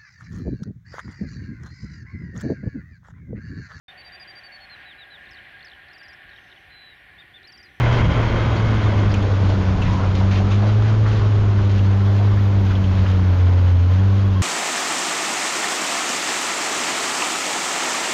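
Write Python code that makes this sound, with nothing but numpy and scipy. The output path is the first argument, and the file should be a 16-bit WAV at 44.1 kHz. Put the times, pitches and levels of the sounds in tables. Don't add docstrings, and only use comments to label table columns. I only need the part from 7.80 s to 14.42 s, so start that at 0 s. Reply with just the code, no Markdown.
import sys
import numpy as np
from scipy import signal
from scipy.fft import rfft, irfft, next_fast_len
from scipy.io import wavfile
from scipy.ndimage import uniform_filter1d, minimum_filter1d, map_coordinates

SR = 44100
rng = np.random.default_rng(int(sys.argv[2]) if len(sys.argv) > 2 else 0)


def output_pcm(signal):
    pcm = np.clip(np.atleast_2d(signal).T, -1, 1) * 32767
    wavfile.write(sys.argv[1], SR, np.round(pcm).astype(np.int16))


N = 291942


def amp(db):
    return 10 ** (np.asarray(db) / 20)


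def unit(x):
    return x / np.sqrt(np.mean(x ** 2) + 1e-20)


def curves(rows):
    times, *columns = np.transpose(rows)
    return [np.interp(np.arange(N) / SR, times, column) for column in columns]


def wobble(rate):
    values = rng.standard_normal(int(N * rate / SR) + 4)
    return map_coordinates(values, [np.arange(N) * rate / SR])


def bumps(rows):
    t = np.arange(N) / SR
    return sum(db * np.exp(-(2 * (t - middle) / length) ** 2) for middle, length, db in rows)


def swells(rows, attack_s, release_s):
    t = np.arange(N) / SR
    return sum(amp(db) * np.clip((t - start) / attack_s, 0, 1)
               * np.exp(-np.maximum(t - start - length, 0) / release_s) for start, length, db in rows)


def filtered(x, response):
    size = next_fast_len(N + SR // 2)
    return irfft(rfft(x, size) * response(np.fft.rfftfreq(size, 1 / SR)), size)[:N]


def coloured(x, points):
    point_hz, db = np.transpose(points)
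    return filtered(x, lambda hz: amp(np.interp(np.log(hz + 1), np.log(point_hz), db)))


def resonate(x, modes):
    return filtered(x, lambda hz: sum(
        (-1) ** k * amp(db) * 1j * hz * width / (centre ** 2 - hz ** 2 + 1j * hz * width)
        for k, (centre, width, db) in enumerate(modes)))


def patchy(x, depth_db):
    spectra = signal.stft(x, nperseg=512)[2]
    patches = uniform_filter1d(rng.standard_normal(spectra.shape), size=6, axis=0)
    patches = uniform_filter1d(patches, size=8, axis=1)
    return unit(signal.istft(spectra * amp(depth_db * unit(patches)), nperseg=512)[1][:N])


def grains(rate, spread_db):
    hits = rng.random(N) < rate / SR
    signs = rng.choice([-1, 1], N)
    return unit(hits * signs * amp(spread_db * np.minimum(rng.exponential(size=N), 4)))


def knock(hz, width, fade_s, attack_s):
    t = np.arange(SR // 3) / SR
    band = signal.butter(2, [hz / (1 + width), hz * (1 + width)], "bandpass", fs=SR)
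    noise = unit(signal.lfilter(*band, rng.standard_normal(len(t))))
    return noise * amp(-60 * t / fade_s) * (1 - np.exp(-t / attack_s))


def by_speed(full_db, doubling_db):
    # time in seconds, ground speed as a share of the top speed.
    speeds = [(0, 0.85), (.2, 1), (.6, 0.73), (1.6, 0.64), (2.7, 0.55), (3.8, 0.45), (4.3, 0.43),
              (5.3, 0.42), (6.62, 0.35)]
    speed, = curves(speeds)
    return full_db + doubling_db * np.log2(np.maximum(speed, 1e-2))


def sizzle(start_s=3.2, rise_s=1.3):
    rise = np.clip((np.arange(N) / SR - start_s) / rise_s, 0, 1)
    level = rise * amp(-45 + 1.5 * wobble(30))
    tone = [(10500, -55.5), (11800, 2), (12600, 4), (13600, -13), (16000, -19.5)]
    return level * unit(coloured(rng.standard_normal(N), tone))


def wind_strength():
    # middle in seconds, length in seconds, change in dB.
    gusts = [(0.272, 0.099, 3), (2.119, 0.16, 8), (2.85, .35, -3), (3.34, 0.085, 3.5), (3.54, 0.074, 3.5),
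             (4.35, 0.37, -8.5), (4.573, 0.091, 3.5), (4.884, 0.11, 2), (5.2, .14, 5), (5.67, 0.15, -3.5),
             (6.25, .45, -7)]
    return by_speed(full_db=-17.5, doubling_db=7.9) + bumps(gusts)


def wind(wind_db):
    # frequency in Hz, relative level in dB.
    tone = [(10, -11.5), (25, -4), (50, -0.5), (80, 2), (130, -3), (200, -9.5), (320, -22), (800, -54.5)]
    return amp(wind_db) * unit(amp(1.2 * wobble(18)) * coloured(rng.standard_normal(N), tone))


def tyres():
    # frequency in Hz, relative level in dB.
    roar_tone = [(60, -11), (150, -0.5), (300, 1), (420, -1.5), (600, -5), (800, -4), (1030, -5.5),
                 (1250, -6.5), (1450, -7.5), (1900, -14.5), (3000, -21.5), (5000, -28), (7000, -35)]
    # pitch in Hz, width in Hz, relative level in dB.
    frame_modes = [(217, 150, -3.5), (354, 86, 0), (524, 170, -2)]
    tread = patchy(rng.standard_normal(N) + 0.5 * grains(rate=700, spread_db=4.5), depth_db=0.5)
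    roar_db = by_speed(full_db=-26, doubling_db=6.4) + 0.9 * wobble(18)
    roar = amp(roar_db) * unit(coloured(tread, roar_tone))
    jolts = patchy(rng.standard_normal(N), depth_db=1.5)
    drumming = coloured(resonate(jolts, frame_modes), [(120, -9.5), (200, 1.5), (650, 1.5), (1200, -14)])
    return roar + amp(by_speed(full_db=-28, doubling_db=9.8)) * unit(drumming)


def spray():
    # start in seconds, length in seconds, level in dB.
    flings = [(.12, .07, -37), (.745, .06, -39), (1.01, 0.06, -40), (1.16, 0.042, -39.5),
              (1.64, 0.068, -37.5), (2.02, .16, -40), (2.345, 0.061, -36.5), (2.505, 0.087, -35),
              (2.7, .07, -35.5), (2.86, 0.037, -40), (3.02, 0.078, -42), (3.26, 0.15, -39.5),
              (3.89, 0.092, -38), (4.86, .08, -43.5), (5.11, .21, -41)]
    # frequency in Hz, relative level in dB.
    tone = [(300, -16.5), (800, -1.5), (1500, 3), (2200, 0.5), (3000, 1), (4000, -2.5), (5000, -8),
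            (6500, -13), (7500, -16)]
    steady = amp(by_speed(full_db=-40, doubling_db=2.1))
    showers = swells(flings, attack_s=0.0077, release_s=0.023)
    grit = patchy(rng.standard_normal(N) + 0.7 * grains(rate=1600, spread_db=2), depth_db=1)
    hard_grains = grains(rate=57, spread_db=2.5)
    ticks = signal.fftconvolve(hard_grains, knock(7000, width=0.92, fade_s=0.008, attack_s=0.0003))[:N]
    patter = amp(0.5 * wobble(11) + 0.98 * wobble(50)) * unit(coloured(grit, tone))
    return np.hypot(steady, showers) * (patter + amp(-21.5) * unit(ticks))


def clods():
    # start in seconds, level in dB, pitch in Hz, seconds to fade by 60 dB.
    lumps = [(.446, -24, 580, 0.058), (1.432, -25.5, 557, 0.15), (1.688, -21, 594, 0.2),
             (2.048, -31, 1970, 0.28), (2.12, -31, 646, 0.2), (2.405, -22, 834, 0.06),
             (2.512, -31, 1583, 0.19), (2.549, -29.5, 2396, 0.17), (2.6, -25, 587, .15),
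             (2.712, -32, 2400, .11), (2.82, -25.5, 600.3, 0.26), (3.041, -33, 1616, 0.22),
             (3.254, -27, 1295, 0.21), (3.389, -29, 1112, .2), (3.783, -25, 1109, 0.094),
             (4.39, -30, 599.5, 0.27), (4.57, -28.5, 1480, 0.11), (4.9, -29, 1285, .11),
             (5.255, -30, 1307, .14)]
    out = np.zeros(N + SR)
    for start, db, hz, fade_s in lumps:
        slap = amp(db) * knock(hz, width=0.33, fade_s=fade_s, attack_s=0.004)
        out[round(start * SR):][:len(slap)] += slap
    return out[:N]


def stones():
    # start in seconds, ring level in dB, ring pitch in Hz, crack level in dB.
    hits = [(.765, -34, 4240, -44), (0.945, -40, 3220, -35), (1.315, -30.5, 4600, -51),
            (1.34, -25, 2580, -24.5), (1.425, -36, 3189, -32.5), (2.019, -23, 2660, -32.5),
            (2.35, -39, 4180, -34), (3.988, -31, 2990, -37), (4.951, -30, 3060, -46),
            (5.039, -29.5, 2940, -36), (5.261, -31, 2698, -43)]
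    out = np.zeros(N + SR)
    for start, ring_db, hz, crack_db in hits:
        ring = amp(ring_db) * knock(hz, width=0.12, fade_s=0.061, attack_s=0.0025)
        crack = amp(crack_db) * knock(7100, width=0.89, fade_s=0.029, attack_s=0.002)
        out[round(start * SR):][:len(ring)] += ring + crack
    return out[:N]


def singing_part():
    # start in seconds, length in seconds, level in dB.
    swell = [(1.92, .35, -36)]
    level = amp(-56) + swells(swell, attack_s=0.17, release_s=0.044)
    note = [(1000, 150, 0)]
    return level * unit(resonate(resonate(rng.standard_normal(N), note), note))


def belt(phase):
    # time in seconds, level in dB.
    levels = [(0, -42), (2.4, -54.5), (4, -52.5), (6, -53), (6.3, -47), (6.62, -43.5)]
    belt_db, = curves(levels)
    tooth_phase = 11.35 * phase + 1.1 * wobble(70)
    whine = np.cos(tooth_phase) + amp(-9.5) * np.cos(3 * tooth_phase)
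    return amp(belt_db + 6.1 * wobble(40)) * whine


def rasp(phase):
    # time in seconds, level in dB.
    levels = [(0, -25.5), (.2, -26.5), (.6, -31.5), (1.2, -33.5), (1.6, -43), (3, -48), (5.8, -43.5),
              (6.3, -58)]
    # pitch in Hz, width in Hz, relative level in dB.
    bay_modes = [(567, 150, -4.5), (1024, 100, 1), (1174, 89, -5), (1480, 150, -2.5), (2127, 200, -2.5),
                 (2540, 250, -8.5), (3200, 240, -6.5)]
    rasp_db, = curves(levels)
    pulsing = 1 + 0.13 * np.cos(phase) + 0.04 * np.cos(phase / 2)
    puffs = pulsing * (rng.standard_normal(N) + 0.65 * grains(rate=770, spread_db=-0.5))
    tone = [(200, -3.5), (500, 5), (3400, 0.5), (4200, -5), (7000, -10), (10000, -13)]
    return amp(rasp_db) * unit(coloured(resonate(puffs, bay_modes), tone))


def cab_boom(hz, centre_hz, width_hz, peak_db):
    off_peak = 2 * (hz - centre_hz) / width_hz
    return peak_db - 10 * np.log10(1 + off_peak ** 2), np.pi / 2 + np.arctan(off_peak)


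def exhaust(phase, firing_hz, wind_db):
    # time in seconds, level in dB.
    levels = [(0, -16), (0.6, -19), (1.6, -16.1), (2.12, -19.5), (2.35, -16.9), (2.95, -13.5), (3.7, -14.5),
              (4.4, -13.5), (5.05, -15), (5.4, -14.5), (5.65, -11.5), (6.08, -12.5), (6.25, -13),
              (6.62, -15)]
    # time in seconds, throttle from 0 (shut) to 1 (wide open).
    openings = [(0, 1), (3.6, 0.9), (4.5, 0.83), (5.46, 0.44), (5.68, 0), (6.09, 0), (6.24, 0.7),
                (6.62, .64)]
    # middle in seconds, length in seconds, change in dB.
    swings = [(1.55, 0.21, -11.5), (1.9, .3, 2.5), (2.28, 0.16, -6), (2.5, .2, 3), (2.82, 0.31, 5.5),
              (3.5, .4, -4.5)]
    # pitch ratio to the main tone, then dB against it with the throttle shut and open.
    side_tones = [(.5, -31.5, -19.5), (1.5, -26.5, -34), (2.5, -29.5, -37.5), (2.75, -32, -44),
                  (3.75, -42, -26), (4, -41.5, -26.5), (4.25, -42, -32.5), (5, -30.5, -39.5),
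                  (5.75, -45, -37), (6, -34, -37.5), (6.75, -42.5, -35.5), (8, -40, -36.5),
                  (9.25, -38.5, -41.5), (10.5, -42.5, -36.5)]
    main_db, = curves(levels)
    throttle, = curves(openings)
    second_db, second_lag = cab_boom(2 * firing_hz, centre_hz=188.6, width_hz=24, peak_db=-26)
    third_db, third_lag = cab_boom(3 * firing_hz, centre_hz=282.7, width_hz=65, peak_db=-37)
    coasting = np.clip(1 - throttle / 0.49, 0, 1)
    second_db += bumps(swings) - 14 * coasting
    flutter = amp(0.65 * (wind_db - wind_db.max()))
    drone = amp(main_db + 1.8 * flutter * wobble(30)) * np.cos(phase)
    second_level = amp(second_db + 4.2 * flutter * wobble(25))
    drone += second_level * np.cos(2 * phase - second_lag + 0.29 * flutter * wobble(25))
    third_level = amp(third_db + 1.9 * flutter * wobble(25))
    drone += third_level * np.cos(3 * phase - third_lag + 0.13 * flutter * wobble(25))
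    for ratio, shut_db, open_db in side_tones:
        db = main_db + shut_db + throttle * (open_db - shut_db) + 2 * wobble(4) + wobble(25)
        jitter = (0.15 + 0.43 * flutter) * wobble(30)
        drone += amp(db) * np.cos(ratio * phase + jitter + rng.uniform(0, 2 * np.pi))
    return np.sqrt(2) * drone


def scene():
    # time in seconds, engine firings per second.
    revs = [(0, 118.9), (.85, 109.5), (1.25, 100.6), (1.6, 97.44), (2.1, 93.13), (2.7, 98.8), (2.88, 105.3),
            (3.1, 108.2), (4.05, 97.9), (4.5, 101.6), (5.1, 94.3), (5.27, 95), (5.55, 90.24), (5.85, 90),
            (6.02, 87.6), (6.25, 97.8), (6.45, 98.46), (6.62, 93)]
    firing_hz, = curves(revs)
    wind_db = wind_strength()
    phase = 2 * np.pi * np.cumsum(firing_hz * (1 + 0.002 * wobble(20))) / SR
    engine = exhaust(phase, firing_hz, wind_db) + rasp(phase) + belt(phase) + singing_part()
    ground = tyres() + spray() + stones() + clods()
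    return (engine + ground + wind(wind_db) + sizzle())[None]


def limit(x, ceiling, window_samples):
    gain = np.minimum(1, ceiling / (np.abs(x) + 1e-9))
    return x * uniform_filter1d(minimum_filter1d(gain, window_samples), window_samples)


def record(dry):
    # frequency in Hz, change in dB.
    treble = [(6800, -0.5), (7250, -7.5), (7700, -18.5), (8500, -20), (10000, -17.5), (11000, -23),
              (12300, -26), (14000, -29.5)]
    held = limit(coloured(dry[0], treble), ceiling=0.4, window_samples=700)
    return filtered(held, lambda hz: hz < 15700)[None]


dry = scene()
out = record(dry)
output_pcm(out)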